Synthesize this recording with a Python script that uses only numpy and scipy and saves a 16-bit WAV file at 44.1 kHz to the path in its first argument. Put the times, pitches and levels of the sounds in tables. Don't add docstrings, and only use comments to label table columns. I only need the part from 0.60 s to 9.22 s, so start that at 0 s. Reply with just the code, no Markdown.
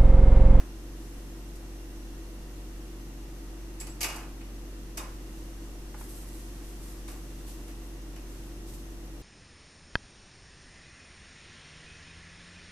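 import sys
import numpy as np
from scipy import signal
from scipy.fft import rfft, irfft, next_fast_len
from scipy.io import wavfile
from scipy.ndimage import map_coordinates

SR = 44100
rng = np.random.default_rng(int(sys.argv[2]) if len(sys.argv) > 2 else 0)


def master_out(mix):
    frames = np.transpose(np.atleast_2d(mix))
    ceiling = np.clip(frames, -1, 1)
    pcm = np.round(ceiling * 32767).astype(np.int16)
    wavfile.write(sys.argv[1], SR, pcm)


N = 380141
TIME = np.arange(N) / SR
TAIL = np.arange(SR // 2) / SR


def amp(db):
    return 10 ** (np.asarray(db) / 20)


def unit(x):
    return x / np.sqrt(np.mean(x ** 2) + 1e-20)


def along(points, hz):
    pitches, values = np.transpose(points)
    return np.interp(np.log(hz + 1), np.log(pitches + 1), values)


def wobble(rate):
    return map_coordinates(rng.standard_normal(int(N * rate / SR) + 4), [TIME * rate])


def filtered(x, response):
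    length = x.shape[-1]
    padded = next_fast_len(length + 8192)
    hz = np.fft.rfftfreq(padded, 1 / SR)
    return irfft(rfft(x, padded) * response(hz), padded)[..., :length]


def resonances(peaks, hz):
    return sum(amp(db) * 1j * hz * width / (pitch ** 2 - hz ** 2 + 1j * hz * width)
               for pitch, width, db in peaks)


def noise(response, alike, size):
    def mid_and_side(hz):
        angle = np.arccos(np.clip(along(alike, hz), -1, 1)) / 2
        return response(hz) * np.array([np.cos(angle), np.sin(angle)])
    mid, side = filtered(rng.standard_normal((2, size)), mid_and_side)
    return unit(np.array([mid + side, mid - side]))


def add(track, start, sound):
    part = track[:, round(start * SR):][:, :len(TAIL)]
    part += sound[:, :part.shape[1]]


def refrigerator():
    # multiple of the mains buzz, multiple of the shaft speed, level in dB.
    compressor = [(0, 1, -38.5), (0, 2, -60), (1, 0, -55), (0, 3, -62.5), (1, 1, -59), (1, 2, -58.5),
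                  (3, -3, -68), (0, 5, -68.5), (2, 0, -62), (1, 3, -67.5), (3, -2, -62), (0, 6, -63.5),
                  (2, 1, -57), (3, -1, -60), (0, 7, -58.5), (2, 2, -51), (3, 0, -63), (2, 3, -63),
                  (4, 0, -67.5), (3, 3, -64.5)]
    # pitch in Hz, level in dB.
    fan = [(58.9, -60.5), (588.8, -67.5), (714.8, -68)]
    shaft_hz, buzz_hz = 46.36, 120
    turns = shaft_hz * TIME + 0.02 * wobble(0.715)
    tones = [(buzz * buzz_hz * TIME + shaft * turns, db) for buzz, shaft, db in compressor]
    tones += [(hz * TIME + 0.12 * wobble(3), db) for hz, db in fan]
    hum = sum(amp(db + 0.33 * wobble(3.24)) * np.sin(2 * np.pi * (cycles + rng.random()))
              for cycles, db in tones)
    return hum * amp([[.1], [-.1]])


def room_tone():
    # frequency in Hz, relative level in dB.
    air_tone = [(10, 0.5), (28, -2), (70, -6.5), (110, -13), (150, -2.5), (190, -10), (300, -3),
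                (420, -9.5), (600, -15.5), (1000, -17), (2200, -23.5), (4500, -24.5), (9000, -26.5),
                (14200, -28)]
    # pitch in Hz, width in Hz, relative level in dB.
    peaks = [(1904, 174, -1), (2765, 116, 0), (5480, 26, 2), (5790, 44, 2.5), (6360, 43, 2.5)]
    # frequency in Hz, how alike left and right are.
    alike = [(60, 0.77), (130, 0.89), (290, 0.97), (640, 0.56), (1400, 0.18), (3070, -0.089),
             (6750, -0.016), (14800, -0.026)]
    air = noise(lambda hz: amp(along(air_tone, hz)), alike, N)
    whine_tone = lambda hz: np.sqrt(sum(abs(resonances([peak], hz)) ** 2 for peak in peaks))
    return amp(-49) * air + amp(-63) * noise(whine_tone, alike, N)


def contacts():
    # start in seconds, click, clank and thud levels in dB, seconds allowed for bouncing.
    blows = [(.002, -56, -60, -51, 0.0078), (.955, -54, -70, -63, 0.018), (3.200, -44.5, -53, -68, 0),
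             (3.210, -44, -46.5, -55, 0.0024), (3.268, -45.5, -52, -50, 0),
             (3.406, -34.5, -37, -50, 0.0011), (3.412, -32, -35, -55, 0.0028),
             (3.429, -28.5, -33.5, -48, 0.00062), (3.440, -32, -31.5, -38.5, .2), (3.558, -44, -57, -63, 0),
             (3.809, -69, -51, -57, 0.011), (4.372, -35, -44, -44.5, 0), (4.376, -45, -42, -44, 0.065),
             (6.478, -48.5, -50.5, -51.5, 0.063), (7.080, -57, -53.5, -59, 0.015),
             (7.560, -54, -53, -56, 0.0049)]
    # click, clank and thud in dB.
    bounce_db = [-8, -10.5, -2.5]
    # click, clank and thud in dB per second.
    fade_rates = [-90, -63, -55]
    gap_s, unevenness = .0205, .15
    for start, *levels, rattle_s in blows:
        yield start, *levels
        for delay in np.arange(gap_s, rattle_s, gap_s):
            bounce = np.add(levels, bounce_db) + delay * np.array(fade_rates)
            yield start + delay + gap_s * unevenness * rng.standard_normal(), *bounce


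def ripple(spacing_hz, depth_db):
    hz = np.arange(0, SR / 2, spacing_hz)
    return np.transpose([hz, depth_db * rng.standard_normal(len(hz))])


def ring(tones, scatter_db, waver_db):
    hz, db, fade_s = np.transpose(tones)[:, :, None]
    jitter = rng.standard_normal((2, len(tones), len(TAIL)))
    phase_drift, level_drift = unit(filtered(jitter, lambda f: np.exp(-(f / 60) ** 2)))
    offset = rng.random(hz.shape) + .5 * rng.random((2,) + hz.shape)
    phase = 2 * np.pi * offset + 0.17 * waver_db * phase_drift
    levels = db + scatter_db * rng.standard_normal(hz.shape) + waver_db * level_drift
    strength = unit(amp(levels)) / np.sqrt(len(hz) / 2)
    waves = strength * amp(-60 * TAIL / fade_s) * np.sin(2 * np.pi * hz * TAIL + phase)
    return waves.sum(axis=1) * (1 - np.exp(-TAIL / 0.00069))


def burst(spectrum, body, attack_s, fade_s, room_db):
    # frequency in Hz, seconds to fade by 60 dB.
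    kitchen = [(200, 0.51), (900, 0.44), (2500, 0.41), (7000, 0.31), (14000, .22)]
    spot = ripple(spacing_hz=300, depth_db=2)
    colour = lambda hz: amp(along(spectrum, hz) + along(body, hz) + along(spot, hz))
    metal = noise(colour, alike=[(250, 1.0), (900, 0.89), (3000, 0.23), (9000, .1)], size=len(TAIL))
    hz, t, bands = signal.stft(metal, SR, nperseg=256)
    fading = bands * amp(-60 * t / along(kitchen, hz)[:, None])
    echo = signal.istft(fading, SR, nperseg=256)[1][:, :len(TAIL)]
    direct = metal * amp(-60 * TAIL / fade_s)
    return (direct + amp(room_db) * echo) * (1 - np.exp(-TAIL / attack_s))


def knocks(body):
    # pitch in Hz, relative level in dB, seconds to fade by 60 dB.
    rack_tones = [(4640, 0, .27), (5480, -6, .3), (6470, -2, .25), (7230, 1, .28), (7888, -1, .28),
                  (8969, -3, .23), (9545, -6, .24), (10720, -5, .3), (11510, -3, .2)]
    shell_tones = [(716, -7, .6), (872, -6, .44), (1184, -5, .45), (2220, -1, .33), (2336, -5, .36),
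                   (2513, -1, .37), (2552, -3, .37), (2832, 0, .38), (4942, -9, .4), (5566, -9, .4)]
    # frequency in Hz, relative level in dB.
    click_noise = [(1500, -34), (3900, -7.5), (4700, -1), (6800, 1), (9000, -1.5), (12000, -0.5),
                   (14200, -7.5)]
    clank_noise = [(700, -15), (1500, -9), (2000, 0), (2400, 1.5), (3100, -2.5), (3700, -8.5), (4700, -8.5),
                   (7000, -24), (14000, -40)]
    thud_noise = [(100, -25), (260, 3.5), (450, -5), (640, 1.5), (850, 0), (980, -1.5), (1200, 2.5),
                  (1600, -2), (3000, -15), (9000, -50)]
    out = np.zeros((2, N))
    for start, click_db, clank_db, thud_db in contacts():
        rack = amp(-12) * ring(rack_tones, scatter_db=2.5, waver_db=2.5)
        shell = amp(-7) * ring(shell_tones, scatter_db=2, waver_db=1.2)
        click = burst(click_noise, body, attack_s=0.0014, fade_s=0.057, room_db=-5.5) + rack
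        clank = burst(clank_noise, body, attack_s=0.0031, fade_s=0.053, room_db=-9.5) + shell
        thud = burst(thud_noise, body, attack_s=0.0054, fade_s=0.043, room_db=-2.5)
        add(out, start, amp(click_db) * click + amp(clank_db) * clank + amp(thud_db) * thud)
    return out


def stroke(start, length, attack_s, fade_db_per_s):
    t = TIME - start
    return np.clip(t / attack_s, 0, 1) * amp(-fade_db_per_s * np.maximum(t - length, 0))


def bread_rubbing():
    # start and length in seconds, level in dB.
    slides = [(.3, .25, -60.5), (4.4, 0.97, -61.5), (5.3, 1.7, -58), (7.6, 0.24, -60.5)]
    # start and length in seconds, level in dB, amount of wire ring against crust noise.
    scrapes = [(5.37, .05, -50.5, 1), (5.475, 0.13, -52, .95), (5.667, .16, -54.5, .45),
               (6.03, .07, -56.5, .6), (6.21, 0.078, -52.5, 0.63), (6.47, .06, -51.5, .1),
               (6.856, .055, -50, .1), (7.06, 0.042, -59, .1), (7.22, .06, -62, .1), (8.062, .09, -50, .2)]
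    # frequency in Hz, relative level in dB.
    slide_tone = [(500, -7), (1500, -2.5), (4000, -5), (8000, -1.5), (14000, -5.5)]
    crust_tone = [(1500, -24), (3500, -5), (6000, -3.5), (8000, -1), (12500, -4.5), (14200, -2)]
    # pitch in Hz, width in Hz, relative level in dB.
    wire_peaks = [(8550, 320, 7.5), (11100, 1200, 5)]
    alike = [(500, 0.55), (8000, 0.088)]
    slips = unit(amp(1.2 * wobble(400) + 1.2 * wobble(40)))
    crust = noise(lambda hz: amp(along(crust_tone, hz)), alike, N)
    wires = noise(lambda hz: resonances(wire_peaks, hz), alike, N)
    hiss = noise(lambda hz: amp(along(slide_tone, hz)), alike, N)
    scraping = np.zeros((2, N))
    for start, length, db, ringing in scrapes:
        blend = (crust + ringing * wires) / np.sqrt(1 + ringing ** 2)
        scraping += amp(db) * stroke(start, length, attack_s=.02, fade_db_per_s=125) * blend
    sliding = np.max([amp(db) * stroke(start, length, attack_s=0.1, fade_db_per_s=30)
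                      for start, length, db in slides], axis=0)
    return slips * scraping + sliding * amp(1.3 * wobble(7.3)) * hiss


def wire_plucks():
    # start in seconds, level in dB.
    plucks = [(3.200, -40.5), (3.247, -53), (3.297, -47)]
    # pitch in Hz, relative level in dB, seconds to fade by 60 dB.
    wire_tones = [(7640, -3, .09), (7860, -3, 0.2), (10300, -16, .22)]
    out = np.zeros((2, N))
    for start, db in plucks:
        for delay_s, softer_db in [(0, 0), (.0075, -3.5)]:
            add(out, start + delay_s, amp(db + softer_db) * ring(wire_tones, scatter_db=2, waver_db=2.5))
    return out


def latch_spring():
    # start in seconds, level in dB.
    latches = [(4.376, -43.5), (6.480, -55.5)]
    # pitch in Hz, relative level in dB, seconds to fade by 60 dB.
    spring_tones = [(1025, -4, 0.59), (1180, 5, .55), (1290, -9, .45), (2400, -9, .3), (3700, 5, 0.19)]
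    out = np.zeros((2, N))
    for start, db in latches:
        add(out, start, amp(db) * ring(spring_tones, scatter_db=5, waver_db=4.0))
    return out


def carriage_taps(body):
    # start in seconds, level in dB.
    taps = [(5.343, -43), (5.412, -46.5)]
    # frequency in Hz, relative level in dB.
    tap_noise = [(400, -22), (800, 0), (1200, -2), (2000, -3), (2500, -8), (3500, -25), (8000, -45)]
    out = np.zeros((2, N))
    for start, db in taps:
        add(out, start, amp(db) * burst(tap_noise, body, attack_s=0.00051, fade_s=0.027, room_db=-12))
    return out


def scene():
    body = ripple(spacing_hz=22, depth_db=2.2)
    toaster = knocks(body) + wire_plucks() + latch_spring() + carriage_taps(body)
    return toaster * amp([[-.6], [.6]]) + bread_rubbing() + refrigerator() + room_tone()


def record(dry):
    return filtered(dry, lambda hz: hz < 14250)


dry = scene()
out = record(dry)
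master_out(out)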